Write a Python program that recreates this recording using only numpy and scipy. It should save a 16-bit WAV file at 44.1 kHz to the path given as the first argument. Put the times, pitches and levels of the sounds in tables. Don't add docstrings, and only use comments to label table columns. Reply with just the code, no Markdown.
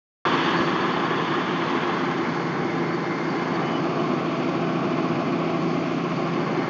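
import sys
import numpy as np
from scipy import signal
from scipy.fft import rfft, irfft, next_fast_len
from scipy.io import wavfile
from scipy.ndimage import uniform_filter1d

SR = 44100
rng = np.random.default_rng(int(sys.argv[2]) if len(sys.argv) > 2 else 0)


def attenuation_scalar(level_db):
    decades = np.asarray(level_db, float) / 20
    return 10 ** decades


def wrap_up_sound(samples):
    columns = np.atleast_2d(samples).T
    tamed = np.clip(columns, -1, 1)
    steps = np.round(tamed * 32767).astype(np.int16)
    wavfile.write(sys.argv[1], SR, steps)


N = 295029
TIME = np.arange(N) / SR
START_S = .2513
CYCLE_HZ = 13.965
AUGER_HZ = 8.404


def columns(table):
    s, *rest = np.transpose(table)
    return [np.interp(TIME, s, c) for c in rest]


def unit(x):
    return x / np.sqrt(np.mean(x ** 2))


def colour(x, spectrum):
    hz, db = np.transpose(spectrum)
    size = next_fast_len(N)
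    log_f = np.log(np.maximum(np.arange(size // 2 + 1) * SR / size, 1))
    log_hz = np.log(hz)
    outside = np.maximum(log_hz[0] - log_f, 0) + np.maximum(log_f - log_hz[-1], 0)
    gain = attenuation_scalar(np.interp(log_f, log_hz, db) - 60 * outside)
    return unit(irfft(rfft(x, size) * gain, size)[:N])


def walk(rate):
    hold = int(SR / rate)
    steps = np.repeat(rng.standard_normal(N // hold + 1), hold)
    return 1.06 * uniform_filter1d(uniform_filter1d(steps, hold), hold)[:N]


def beat(hz, duty, start):
    return np.exp(-((hz * TIME + start) % 1) / duty)


def particles(rate):
    return unit((rng.random(N) < rate / SR) * rng.standard_normal(N))


def tones(rows, waver_db, slip):
    out = np.zeros(N)
    for hz, db in rows:
        phase = 2 * np.pi * (hz * TIME + rng.random()) + slip * walk(3.04)
        out += np.sqrt(2) * attenuation_scalar(db + waver_db * walk(4.05)) * np.sin(phase)
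    return out


def pose():
    # (time [s], share along the auger [0-1], share over the tank [0-1])
    aim = [
        (.25, 0.9, 0.07),
        (1.9, 0.69, 0.04),
        (2.4, 0.3, 0),
        (3.2, 0.21, 0.04),
        (3.5, 0.35, 0.16),
        (3.9, 0.2, 0.69),
        (6.0, 0.09, 0.77),
        (6.3, 0.17, 0.62),
        (6.69, 0.26, 0.2),
    ]
    along, tank = np.clip(columns(aim), 0, 1)
    return along, np.clip(1 - along - tank, 0, 1), tank


def heard(along_db, side_db, tank_db, unsettled_db, share, lead_s=0, opening_db=0):
    # (time [s], gain [dB])
    sway = [(.27, 1.5), (.4, -0.5), (.6, 0.3), (.7, -.8), (1.0, 1), (1.5, -1), (1.8, 0.1), (2.5, -0.24),
            (3.2, -0.7), (3.55, 0.6), (4.0, 0.4), (4.5, -0.6), (5.0, 0.4), (5.5, -.5), (5.75, -0.8),
            (6.0, -1.5), (6.45, 0), (6.69, 0.6)]
    settle_s, fade_s, opening_s = .64, 0.13, 0.055
    along, side, tank = pose()
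    unsettled = np.clip(1 - (TIME + lead_s - settle_s) / fade_s, 0, 1)
    opening = np.exp(-np.maximum(TIME - START_S, 0) / opening_s)
    posed = (along * along_db + side * side_db + tank * tank_db) / (along + side + tank)
    return posed + unsettled_db * unsettled + opening_db * opening + share * columns(sway)[0]


def handling():
    settle = np.interp(TIME, [.3, .66, .72], [-56, -56, -68])
    rumble = colour(rng.standard_normal(N), [(15, 8.5), (40, 3.5), (90, -2), (130, -19.0)]) * attenuation_scalar(settle)
    from_bump = ((TIME - .6022) / .0011) ** 2
    return rumble - attenuation_scalar(-19) * (1 - .6 * from_bump) * np.exp(-.5 * from_bump)


def drone():
    # (frequency [Hz], level [dB per Hz])
    spectrum = [(40, -39.5), (62, -48.5), (80, -25.5), (107, -16.5), (157, -7), (221, -4.5), (256, -4.5),
                (301, -3.5), (342, -6), (406, -7), (510, -19), (620, -19.5)]
    puffs = 1 + .15 * beat(6 * CYCLE_HZ, .3, 0) * attenuation_scalar(3 * walk(60))
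    return colour(puffs * rng.standard_normal(N), spectrum) * attenuation_scalar(.6 * walk(6))


def engine():
    # (multiple of the engine cycle [1], level [dB rms])
    exhaust_orders = [(6, -66), (8, -61), (10, -43), (11, -45), (12, -36), (18, -37), (45, -52.5),
                      (74, -52), (75, -50.5), (77, -54), (80, -50.5), (81, -52), (84, -52.5), (90, -64),
                      (98, -51), (104, -61), (108, -52.5)]
    # (multiple of the shaft turn [1], level [dB rms])
    auger_orders = [(33, -47), (38, -46), (39, -41), (42, -39), (44, -41), (46, -52.5), (48, -50.5)]
    gear_hz = [192.8, 262.8, 282.3, 332.1, 338.8, 347.2, 544.9, 664.2]
    gear_db = [-44.5, -51.5, -42, -44.5, -36.5, -41, -49, -47.5]
    exhaust = [(k * CYCLE_HZ, db) for k, db in exhaust_orders]
    drive = [(k * AUGER_HZ, db) for k, db in auger_orders] + list(zip(gear_hz, gear_db))
    along, _, _ = pose()
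    facing = attenuation_scalar(4 * (1 - along) - 3)
    low_exhaust = tones([r for r in exhaust if r[0] < 700], waver_db=1.2, slip=.3)
    hum = facing * low_exhaust + tones(drive, waver_db=1.8, slip=.4)
    return hum, tones([r for r in exhaust if r[0] >= 700], waver_db=2.5, slip=.8)


def valve():
    along, _, _ = pose()
    blow = uniform_filter1d(beat(CYCLE_HZ, .15, .12), size=200) * attenuation_scalar(2.5 * walk(14))
    return np.maximum(along, .15) * blow * np.sin(2 * np.pi * 2990 * TIME + walk(40))


def whines():
    whine_hz = [1686, 1832, 2090, 2990, 3407, 3550, 3613, 3650, 3710, 3774, 3935, 3995, 4131, 4188, 4365,
                4414, 4585, 4926, 5285]
    # (width [Hz], level [dB rms], change over the tank [dB])
    rings = [(19.97, -49.5, -9.5), (20.08, -54.5, -11.5), (24.7, -50.5, -5.5), (25.05, -59.5, 2),
             (8, -66.5, -3), (15.3, -70.5, -4.5), (16.04, -65.5, -9), (14.67, -66.5, -3.5),
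             (12.2, -71, -7.5), (7.9, -67, 1), (10.4, -72.5, -2), (8.06, -68, -13), (16, -64, -5.5),
             (22.4, -64, -4.5), (29.7, -64, -1), (25.6, -66, 2.5), (40.4, -69, 5), (25.6, -70.5, 9.5),
             (50.9, -66.5, 0.5)]
    out = np.zeros(N)
    _, _, tank = pose()
    for hz, (width, db, shade_db) in zip(whine_hz, rings):
        swell = 0.21 + walk(width) + 1j * walk(width)
        level = attenuation_scalar(db + shade_db * tank + 0.91 * walk(3))
        out += level * (swell * np.exp(2j * np.pi * hz * TIME)).real
    return out


def chirps(rows, wobble, grip_db):
    out = np.zeros(N)
    for s, length, hz, db in rows:
        swell = np.exp(-.5 * ((TIME - s) / length) ** 2)
        out += attenuation_scalar(db + grip_db) * swell * np.sin(2 * np.pi * hz * TIME + wobble)
    return out


def squeaks():
    # (time of peak [s], frequency [Hz], peak level [dB])
    stray = [(.297, 4590, -45), (.399, 4430, -45), (.435, 4410, -45), (.589, 4410, -45), (.644, 4410, -45),
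             (.653, 4600, -46), (1.846, 4590, -52), (2.942, 4590, -46), (3.303, 4590, -45),
             (3.551, 4580, -45), (6.167, 4590, -50), (6.413, 4590, -50)]
    # (time of peak [s], length [s], frequency [Hz], peak level [dB])
    belt = [
        (0.32, .012, 3040, -37),
        (0.5, 0.016, 2960, -34),
        (.602, .012, 3070, -39),
        (3.66, 0.034, 3000, -44),
        (3.765, 0.034, 3000, -41),
        (3.817, .012, 3070, -44),
        (4.0, .02, 3020, -46.5),
        (6.57, .05, 3055, -48),
    ]
    run = [(.341 + k / AUGER_HZ, 4590, -43 - .6 * k) for k in range(8)]
    rows = [(s, .01, hz, db) for s, hz, db in run + stray]
    bearing = chirps(rows, wobble=.35 * walk(50), grip_db=2.5 + .8 * walk(70))
    return bearing + chirps(belt, wobble=1.0 * walk(70), grip_db=4 * walk(60) - 1)


def grain():
    # (frequency [Hz], level [dB per Hz])
    spectrum = [(3300, -26.5), (3700, -18), (3950, -11.5), (4270, 0.5), (4600, 1), (5100, -5), (5590, -7),
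                (6490, -7.5), (6900, -13.5), (7250, -16), (7500, -26.5)]
    push = 1 + 0.45 * beat(2 * AUGER_HZ, .3, 0.55)
    kernels = rng.standard_normal(N) + 0.37 * particles(3300)
    return colour(push * kernels, spectrum) * attenuation_scalar(0.61 * walk(8))


def rattle():
    cycles = rng.standard_normal((2, round(SR / CYCLE_HZ)))
    return unit(sum(np.resize(cycle, N) * (1 + .5 * walk(2)) for cycle in cycles))


def panels(roar_db, clatter_db):
    # (frequency [Hz], level [dB per Hz])
    along_spectrum = [(400, -7.5), (480, -8), (577, -14.5), (680, -10.5), (812, -5), (936, -6), (1070, 0),
                      (1430, -10), (1660, -7.5), (1940, -12), (2130, -14.5), (2450, -15.5), (3500, -14.5),
                      (3850, -26.5)]
    # (frequency [Hz], level [dB per Hz])
    side_spectrum = [(400, -8.5), (480, -0.5), (520, -18.5), (608, -4), (658, -12), (790, -1), (940, -8),
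                     (1050, -3.5), (1300, -9.5), (1790, -9.5), (1950, -13.5), (2130, -6), (2490, -21),
                     (3800, -32)]
    # (frequency [Hz], level [dB per Hz])
    tank_spectrum = [(280, -33.5), (480, -6.5), (587, -5), (676, 2.5), (706, -2.5), (812, -4), (926, -14),
                     (1040, -5), (1090, -2), (1770, -25), (2370, -15), (3900, -32), (5070, -57.5),
                     (8580, -120)]
    knocks = 1 + 0.24 * beat(28.9, 0.36, .2) + 0.38 * beat(CYCLE_HZ, 0.39, 0.57)
    shake = knocks * attenuation_scalar(0.22 * walk(8.1)) * (rng.standard_normal(N) + .3 * particles(2000))
    shake = shake + .45 * rattle()
    along, side, tank = pose()
    sound = along * colour(shake, along_spectrum) + side * colour(shake, side_spectrum)
    sound = sound + tank * colour(shake, tank_spectrum)
    roar = signal.sosfiltfilt(signal.butter(2, 1500, fs=SR, output="sos"), sound)
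    roar, clatter = [v / np.sqrt(uniform_filter1d(v ** 2, size=22050)) for v in (roar, sound - roar)]
    return roar * attenuation_scalar(roar_db) + clatter * attenuation_scalar(clatter_db)


def scene():
    # (along [dB], sideways [dB], over the tank [dB],
    # extra before the noise reduction settles [dB], share of the sway [1])
    drone_level = (-26, -27, -25, 2, 0.5)
    roar_level = (-27.5, -32.5, -32, 1, 1.5)
    clatter_level = (-32, -41, -39.5, 4, -0.6)
    hiss_level = (-51, -53, -53.5, 4, 0)
    drone_db = heard(*drone_level, opening_db=-1.5)
    roar_db = heard(*roar_level, opening_db=1.5)
    clatter_db = heard(*clatter_level, lead_s=0.14)
    hiss_db = heard(*hiss_level)
    hum, upper = engine()
    bass_rise = np.clip((TIME - START_S) / .008, 0, 1)
    low = bass_rise * attenuation_scalar(drone_db) * (attenuation_scalar(-3.5) * drone() + attenuation_scalar(26.5) * hum)
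    middle = panels(roar_db - .5, clatter_db - .5) + attenuation_scalar(roar_db + 30.5) * upper
    middle = middle + attenuation_scalar(clatter_db - 5.0) * valve()
    high = attenuation_scalar(hiss_db) * (attenuation_scalar(2.0) * grain() + attenuation_scalar(55.5) * whines())
    return (low + middle + high + squeaks() + handling())[None]


def top_cut(x):
    return signal.sosfilt(signal.butter(12, 7670, fs=SR, output="sos"), x)


def record(dry):
    opened = dry * np.clip((TIME - START_S) / 0.0007, 0, 1)
    thin = signal.sosfilt(signal.butter(3, 70, "high", fs=SR, output="sos"), opened)
    narrow = signal.sosfilt(signal.butter(16, 7400, fs=SR, output="sos"), thin)
    return top_cut(narrow)


dry = scene()
out = record(dry)
wrap_up_sound(out)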